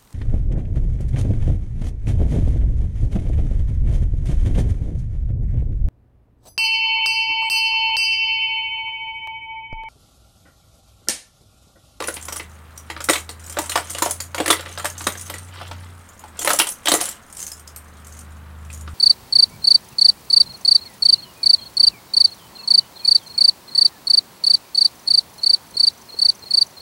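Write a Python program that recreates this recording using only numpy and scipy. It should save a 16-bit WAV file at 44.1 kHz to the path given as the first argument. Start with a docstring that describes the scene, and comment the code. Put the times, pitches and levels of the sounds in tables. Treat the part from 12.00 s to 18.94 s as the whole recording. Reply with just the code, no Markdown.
"""Plastic fishing lures clatter as someone rummages through a tackle box in a small workshop.
Each knock thumps the box, clacks a hollow lure and rings its steel hooks. Each push of the hand
sets the heap scraping and tinkling until it settles. Close shelves add a short echo.
Behind it are faint room air and an engine droning outside, its pitch creeping up and dropping back."""
import sys
import numpy as np
from scipy import signal
from scipy.fft import rfft, irfft
from scipy.io import wavfile
from scipy.ndimage import uniform_filter1d

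SR = 44100
rng = np.random.default_rng(int(sys.argv[2]) if len(sys.argv) > 2 else 0)


def pcm_store(signal):
    """Save signal as 16-bit PCM."""
    levels = np.round(np.clip(np.atleast_2d(signal), -1, 1) * 32767)
    wavfile.write(sys.argv[1], SR, levels.astype(np.int16).T)


N = 306048
TIME = np.arange(N) / SR
RING_TIME = np.arange(8192) / SR  # seconds since a contact


def gain(db):
    """Turn decibels into a number to multiply by."""
    return 10 ** (np.asarray(db) / 20)


def unit(x):
    """Scale a sound so its total energy is 1."""
    return x / np.sqrt(np.sum(x ** 2) + 1e-18)


def add(track, start_s, sound):
    """Mix a sound into a track at the given time."""
    start = max(int(start_s * SR), 0)
    part = track[start:start + len(sound)]
    part += sound[:len(part)]


def colour(x, points):
    """Shape a sound's lows and highs along a curve of (Hz, dB) points."""
    hz, db = np.transpose(points)
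    size = len(x)
    bin_hz = np.arange(size // 2 + 1) * SR / size + 1
    log_gain = np.log(gain(np.interp(np.log(bin_hz), np.log(hz), db)))
    cepstrum = irfft(log_gain, size)
    # folding this in half makes the filter ring after a hit, not before it
    cepstrum[1:size // 2] *= 2
    cepstrum[size // 2 + 1:] = 0
    return irfft(rfft(x) * np.exp(rfft(cepstrum)), size)


def drift(rate_hz):
    """A smooth random wander, roughly between -1 and 1."""
    step = int(SR / rate_hz)
    return uniform_filter1d(np.repeat(rng.standard_normal(N // step + 1), step), step)[:N]


def fade(t60):
    """Die away by 60 dB in t60 seconds, the ring time."""
    return np.exp(-np.log(1000) * RING_TIME / t60)


def burst(t60):
    """A puff of noise that dies away."""
    return rng.standard_normal(len(RING_TIME)) * fade(t60)


# The tone of the room's hush. Each row: frequency in Hz, relative level in dB.
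AIR_COLOUR = [(25, -7), (60, -3.5), (130, -6), (210, -3), (320, -10.5), (600, -11), (900, -10),
              (1300, -7.5), (2000, -15), (3000, -23.5), (5000, -31), (9000, -27.5), (15000, -30.5)]


def room_air(level_db=-48.5):
    """Faint room noise that slowly swells and sinks."""
    swell_db = .7 * drift(2.3)
    hush = unit(colour(rng.standard_normal(N), AIR_COLOUR)) * np.sqrt(N)
    return hush * gain(level_db + swell_db)


# How the engine runs. Each row: time in seconds, firings per second (three a turn), level in dB.
ENGINE_RUN = [(0.0, 77, -51), (0.27, 78.4, -43.5), (1.02, 79.1, -43), (2.01, 84.8, -41.5),
              (3.38, 89.6, -40), (3.58, 90.7, -39.5), (3.77, 88.6, -36.5), (3.96, 90.2, -41.5),
              (4.08, 85.1, -52.5), (4.35, 78.6, -47.5), (4.6, 77.6, -55), (4.7, 74, -67), (4.95, 75.7, -53),
              (5.18, 77.7, -61), (5.62, 76.23, -47), (6.94, 78.2, -32.5)]
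# The tones of its exhaust. Each row: multiple of the firing rate, relative level in dB.
EXHAUST_TONES = [(1, -0.5), (4 / 3, -18.5), (5 / 3, -16), (3, -22), (7 / 3, -19)]


def engine(waver=0.0052, flutter_db=1.0):
    """An engine outside: only the lowest tones of its exhaust come through the walls."""
    times, rates, levels = np.transpose(ENGINE_RUN)
    firing_hz = np.interp(TIME, times, rates) * (1 + waver * drift(3.87))
    phase = 2 * np.pi * np.cumsum(firing_hz) / SR
    drone = sum(gain(db + flutter_db * drift(12)) * np.sin(multiple * phase)
                for multiple, db in EXHAUST_TONES)
    return np.sqrt(2) * gain(np.interp(TIME, times, levels)) * drone


def workshop_echo(x, echo_db=-4, t60=0.16, delay_s=0.0029):
    """Close shelves and a low roof send back a short, dense echo."""
    tail = colour(burst(t60), [(100, -8.5), (400, 6.5), (2000, 5.5), (8000, 4.5), (16000, 8.5)])
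    tail = unit(tail * np.clip(RING_TIME / delay_s - 1, 0, 1))
    echo = signal.oaconvolve(x, tail)[:N]
    return (x + gain(echo_db) * echo) / np.sqrt(1 + gain(2 * echo_db))


def ring(hz, t60, skid_s=0.00052):
    """One fading tone; the contact skids for an instant before the piece rings fully."""
    onset = 1 - np.exp(-RING_TIME / skid_s)
    return unit(np.sin(2 * np.pi * hz * RING_TIME) * fade(t60) * onset)


def struck(tones, spread=0.02):
    """Each blow lands on a new spot of a slightly different piece, so its tones vary in mix and pitch."""
    chance = rng.standard_normal((len(tones), 2))
    return unit(sum(gain(db) * weight * ring(hz * (1 + spread * detune), t60)
                    for (hz, t60, db), (weight, detune) in zip(tones, chance)))


def contact(points, hz, width_hz, lift_db, t60, rise_s):
    """Tiny bounces build up and die away; the struck part boosts the noise near its own pitch."""
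    noise = colour(burst(t60) * (1 - np.exp(-RING_TIME / rise_s)), points)
    band = signal.lfilter(*signal.iirpeak(hz, hz / width_hz, fs=SR), noise)
    return unit(unit(noise) + gain(lift_db) * unit(band))


# The tones the box rings with. Each row: pitch in Hz, ring time in seconds, relative level in dB.
BOX_TONES = [(297, 0.23, 5.5), (346.5, 0.073, 9), (480, 0.031, 12.5), (577, 0.045, 9), (660, 0.011, 16)]
# The noise of a hit on the box. Each row: frequency in Hz, relative level in dB.
BOX_COLOUR = [(40, -61), (130, -25), (190, -16), (250, -12.5), (310, -4), (420, -10.5), (520, -5.5),
              (700, -6.5), (1000, -11), (2000, -57.5)]


def box_thump(hz, ring_db=-5):
    """The floor of the box gives under a lure."""
    thud = contact(BOX_COLOUR, hz, width_hz=118, lift_db=4, t60=0.036, rise_s=0.0016)
    return unit(thud + gain(ring_db) * struck(BOX_TONES))


# The tones of the lures and their tray. 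Each row: pitch in Hz, ring time in seconds, relative dB.
LURE_TONES = [(810, 0.14, -33), (931, 0.022, -3), (1191, 0.039, 3), (1340, 0.085, -3), (1533, 0.16, -14),
              (1970, 0.037, 1.5), (2950, 0.048, -40), (3820, .03, -2.5)]
# The noise of a hit on a lure. Each row: frequency in Hz, relative level in dB.
LURE_COLOUR = [(400, -30.5), (700, -8), (900, 2), (1300, 0), (1700, 0.5), (3000, -2), (4500, -3.5),
               (5500, -6), (7500, -29.5)]


def lure_clack(hz, force_db=0):
    """A hollow plastic body rings briefly; the lighter the tap, the more its main tone stands out."""
    tone_weight = np.clip((-29 - force_db) / 5, .35, 1.3)
    crack = contact(LURE_COLOUR, hz, width_hz=360, lift_db=-1, t60=0.022, rise_s=0.002)
    return unit(crack + gain(-9) * struck(LURE_TONES) + tone_weight * ring(hz, t60=0.021))


# The tones of hooks and split rings. Each row: pitch in Hz, ring time in seconds, relative level in dB.
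HOOK_TONES = [(6000, 0.037, 17), (7600, 0.043, 15), (8600, 0.059, 20), (9700, 0.026, -6),
              (10100, 0.099, 15), (10200, 0.14, 2), (12800, 0.056, 10)]
# The noise of a hit on a hook. Each row: frequency in Hz, relative level in dB.
HOOK_COLOUR = [(4000, -12), (5600, -5.5), (7000, -3), (8700, -1), (10200, -5), (11300, -9.5), (13400, -7),
               (15000, -13), (16500, -18)]


def hook_clink(hz, ring_db=-12, prong_db=-5, chatter_db=-2, free_db=-3, free_hz=9950):
    """A steel hook pings, chatters and shakes its split ring; those near free_hz hang free and ring on."""
    ping = contact(HOOK_COLOUR, hz, width_hz=760, lift_db=-15, t60=0.021, rise_s=0.0022)
    prong = gain(prong_db) * ring(hz, t60=0.0083)
    freedom = np.exp(-((hz - free_hz) / 290) ** 2)
    free_ring = gain(free_db) * freedom * ring(hz, t60=0.066)
    chatter = gain(chatter_db) * hook_chatter(hz)
    return unit(ping + prong + free_ring + chatter + gain(ring_db) * struck(HOOK_TONES))


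def hook_chatter(hz, gap_s=.003, t60=0.009, count=6):
    """A hook bounces on its neighbours: quick, weakening pings, every third at its own pitch."""
    out = np.zeros(len(RING_TIME))
    starts = np.cumsum(rng.exponential(gap_s, count))
    pitches = rng.uniform(5500, 15000, count)
    for k, (start_s, prong_hz) in enumerate(zip(starts, pitches)):
        add(out, start_s, 0.8 ** k * ring(hz if k % 3 == 0 else prong_hz, t60))
    return unit(colour(out, HOOK_COLOUR))


def rattle(piece, low_hz, high_hz, per_second, scatter_db, count=48):
    """A steady stream of tiny random hits, shared among loose pieces of different pitch."""
    out = np.zeros(N)
    sounds = [piece(hz) for hz in np.geomspace(low_hz, high_hz, count)]
    for when, force, which in rng.random((int(per_second * N / SR), 3)):
        add(out, when * N / SR, gain(scatter_db * force) * sounds[int(which * count)])
    return unit(out) * np.sqrt(N)


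# The hand pushing through the heap.
# Each row: start in seconds, length in seconds, scraping level in dB, tinkling level in dB.
HAND_PUSHES = [(0, 0.33, -56, -39.5), (1.016, 0.2, -67, -42.5), (1.477, 0.64, -44.5, -37),
               (2.456, 0.24, -39.5, -41), (2.79, 0.59, -48, -37), (3.562, 0.11, -41.5, -47),
               (3.798, 0.036, -49, -56.5), (4.449, 0.063, -32, -29.5), (4.628, 0.13, -55, -35.5),
               (4.949, 0.12, -34.5, -31.5), (5.391, 0.078, -71, -35.5), (6.051, 0.15, -72, -47.5),
               (6.697, .11, -60, -42.5)]


def heap_motion(rest_scrape_db=-58.5, rest_tinkle_db=-58, rise_s=0.046, settle_t60=0.38, jolt_t60=0.19):
    """How hard the heap scrapes and tinkles: resting fingers, pushes and knocks add their power."""
    scrape = np.full(N, gain(rest_scrape_db) ** 2)
    tinkle = np.full(N, gain(rest_tinkle_db) ** 2)
    for start_s, length_s, scrape_db, tinkle_db in HAND_PUSHES:
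        before = np.maximum(start_s - TIME, 0)
        after = np.maximum(TIME - start_s - length_s, 0)
        push = np.exp(-before / rise_s - np.log(1000) * after / settle_t60)  # builds, holds, settles
        scrape += (gain(scrape_db) * push) ** 2
        tinkle += (gain(tinkle_db) * push) ** 2
    # each knock (listed below) jolts its neighbours into a quieter rattle
    for start_s, _, _, lure_db, _, hook_db, _ in LURE_KNOCKS:
        add(scrape, start_s, (gain(lure_db - 14) * fade(jolt_t60)) ** 2)
        add(tinkle, start_s, (gain(hook_db - 6) * fade(jolt_t60)) ** 2)
    return np.sqrt(scrape), np.sqrt(tinkle)


def stirring(rub_db=-8, soften_hz=11500):
    """Lures scrape on each other and rub on the box while their hooks tinkle."""
    scrape_gain, tinkle_gain = heap_motion()
    scrape = rattle(lure_clack, 1000, 4200, per_second=330, scatter_db=16)
    rub = rattle(box_thump, 300, 600, per_second=120, scatter_db=12)
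    tinkle = rattle(hook_clink, 6200, 10200, per_second=130, scatter_db=28)
    # gentle touches hardly reach the highest rings
    tinkle = signal.lfilter(*signal.butter(1, soften_hz, fs=SR), tinkle)
    return scrape_gain * (scrape + gain(rub_db) * rub) + tinkle_gain * tinkle


# Hooks touching only each other. Each row: start in seconds, level in dB, main pitch in Hz.
LOOSE_CLINKS = [(.073, -23.5, 9880), (.14, -27.5, 9880), (.253, -31.5, 10100), (0.366, -26.5, 9950),
                (.776, -34, 5800), (.796, -45, 6040), (1.041, -24.5, 9200), (1.463, -36, 7040),
                (1.903, -25.5, 9040), (2.109, -17.5, 10080), (2.509, -13, 10100), (3.211, -30, 9600),
                (4.089, -43.5, 6900), (4.193, -41.5, 6720), (4.689, -21, 9890), (5.055, -22.5, 9980),
                (5.088, -24, 7570), (5.326, -36.5, 8600), (5.402, -30.5, 6400), (5.427, -27, 6460),
                (5.466, -28.5, 6300), (5.517, -29.5, 5190), (5.595, -40.5, 8670), (5.675, -36.5, 5120),
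                (5.761, -32, 11970), (6.067, -43, 8030), (6.19, -37.5, 9000), (6.745, -40.5, 6870)]
# Lures knocking about. Each row: start in seconds, then a level in dB and a main pitch in Hz
# for the box's thump, for the lure's clack and for the hook's clink.
LURE_KNOCKS = [(.003, -25, 440, -25.5, 1110, -39, 7600), (.022, -45, 326, -27.5, 1010, -36, 9100),
               (0.039, -38, 358, -28.5, 2450, -33, 5970), (0.083, -24.5, 524, -22, 1440, -26, 9930),
               (0.167, -40, 302, -31, 2280, -46, 9700), (0.283, -38.5, 570, -29, 1170, -34, 5850),
               (.323, -37.5, 453, -31.5, 1120, -27.5, 5700), (.359, -46, 300, -32.5, 1220, -31, 8600),
               (0.397, -36.5, 300, -27, 2060, -59, 5250), (0.9, -34, 306, -26, 2010, -37.5, 7150),
               (.964, -40, 250, -29.5, 1380, -60, 5000), (1.004, -40, 295, -29, 1460, -35, 7500),
               (1.087, -21.5, 320, -15, 1340, -23, 9000), (1.096, -15, 315, -13.5, 2000, -15.5, 8830),
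               (1.133, -47, 500, -18, 3640, -21, 7800), (1.155, -31, 312, -20, 2200, -27.5, 8050),
               (1.291, -37, 454, -31, 4310, -33, 8600), (1.569, -22, 596, -24, 1450, -43, 7800),
               (1.586, -24.5, 347, -20, 810, -22, 7130), (1.694, -41, 604, -27, 4140, -25.5, 9000),
               (1.718, -43, 580, -25.5, 2970, -27.5, 9100), (1.756, -19, 660, -13.5, 1040, -22.5, 5000),
               (1.774, -25, 700, -19.5, 1500, -29, 7490), (1.948, -32.5, 655, -28.5, 2940, -49, 5060),
               (1.983, -39, 480, -28, 1170, -27, 9560), (2.021, -23, 326, -14.5, 1000, -15.5, 7020),
               (2.059, -21, 480, -21.5, 810, -39, 7850), (2.097, -38, 560, -34, 810, -30, 7300),
               (2.202, -48, 530, -28.5, 4660, -24.5, 6850), (2.345, -31, 554, -23.5, 1070, -30.5, 6950),
               (2.38, -25.5, 580, -24, 2380, -30.5, 6750), (2.401, -16, 325, -20, 810, -27, 7940),
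               (2.459, -29, 466, -20.5, 1670, -22.5, 9700), (2.478, -23, 328, -19.5, 1970, -19.5, 10200),
               (2.502, -16.5, 367, -9.5, 3470, -15, 8700), (2.528, -30, 320, -17, 1950, -28, 8800),
               (2.594, -32.5, 570, -30.5, 1870, -43, 7420), (2.659, -39.5, 580, -31.5, 1990, -56, 8780),
               (2.775, -34, 715, -27, 1290, -36, 5000), (2.796, -40, 699, -28.5, 1355, -32.5, 7100),
               (2.844, -25.5, 660, -25, 810, -26, 9000), (2.854, -36, 556, -21, 1700, -23, 8640),
               (3.007, -41, 310, -30, 1220, -48, 8110), (3.068, -20.5, 215, -15.5, 1430, -19.5, 9100),
               (3.153, -39, 190, -34.5, 1660, -44, 8550), (3.298, -35, 460, -28.5, 1070, -30.5, 12800),
               (3.339, -39, 540, -30.5, 1970, -50, 8600), (3.613, -34.5, 496, -35, 1330, -46, 8840),
               (3.712, -37, 618, -30.5, 1190, -45, 7700), (4.238, -42, 674, -36.5, 880, -47, 8750),
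               (4.39, -35, 462, -33.5, 3350, -24, 7470), (4.413, -39, 696, -38, 4530, -30.5, 8900),
               (4.446, -27, 313, -25, 975, -19, 9900), (4.474, -19, 563, -13, 1240, -21, 13800),
               (4.491, -36, 690, -25, 1140, -21, 13400), (4.503, -25.5, 715, -14, 1250, -19.5, 10200),
               (4.531, -23, 595, -28, 1270, -16, 9970), (4.588, -35, 637, -24, 3140, -11.5, 5530),
               (4.598, -26.5, 322, -11.5, 2900, -17, 9900), (4.613, -31, 314, -19, 2950, -19.5, 10000),
               (4.669, -63, 697, -28, 3100, -23, 8570), (4.856, -32.5, 597, -23.5, 3350, -23, 9200),
               (4.871, -35, 596, -14.5, 3130, -25.5, 5800), (4.882, -21, 615, -15.5, 3800, -15, 7660),
               (4.917, -17, 220, -13.5, 4040, -14.5, 9900), (4.938, -16.5, 480, -19.5, 810, -14, 10320),
               (4.949, -31, 320, -24, 1230, -18, 7300), (5.011, -27.5, 695, -25.5, 4340, -18.5, 9780),
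               (6.701, -63, 198, -38, 2537, -46, 8660), (6.876, -42, 190, -34.5, 1315, -60, 5430)]


def knocks(rebound_s=.007, rebound_db=-7.5, hook_lag_s=.0012, bass_cut_hz=125):
    """Lures hit the box and each other and bounce once; their hooks swing in, and loose ones clink."""
    out = np.zeros(N)
    gaps = rebound_s * rng.uniform(.5, 1.5, len(LURE_KNOCKS))
    share = 1 / np.sqrt(1 + gain(2 * rebound_db))  # hit and bounce split the clack's energy
    for (start_s, box_db, box_hz, lure_db, lure_hz, hook_db, hook_hz), gap in zip(LURE_KNOCKS, gaps):
        add(out, start_s, gain(box_db) * box_thump(box_hz))
        add(out, start_s, share * gain(lure_db) * lure_clack(lure_hz, lure_db))
        add(out, start_s + gap, share * gain(lure_db + rebound_db) * lure_clack(lure_hz, lure_db))
        add(out, start_s + hook_lag_s, gain(hook_db) * hook_clink(hook_hz))
    for start_s, db, hz in LOOSE_CLINKS:
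        add(out, start_s, gain(db) * hook_clink(hz))
    # things this small give off little bass
    out = signal.lfilter(*signal.butter(2, bass_cut_hz, "high", fs=SR), out)
    return out * np.sqrt(SR / 100)  # a hit's level is its energy spread over 10 ms


def scene():
    """The tackle box in its room, over the engine and the air, in one channel."""
    return (workshop_echo(knocks() + stirring()) + engine() + room_air())[None]


def record(dry, top_hz=16000):
    """Clip any peak beyond full scale, then cut the highest treble."""
    treble_cut = signal.ellip(10, .2, 85, top_hz, fs=SR, output="sos")
    return signal.sosfilt(treble_cut, np.clip(dry, -1, 1))


dry = scene()
out = record(dry)
pcm_store(out)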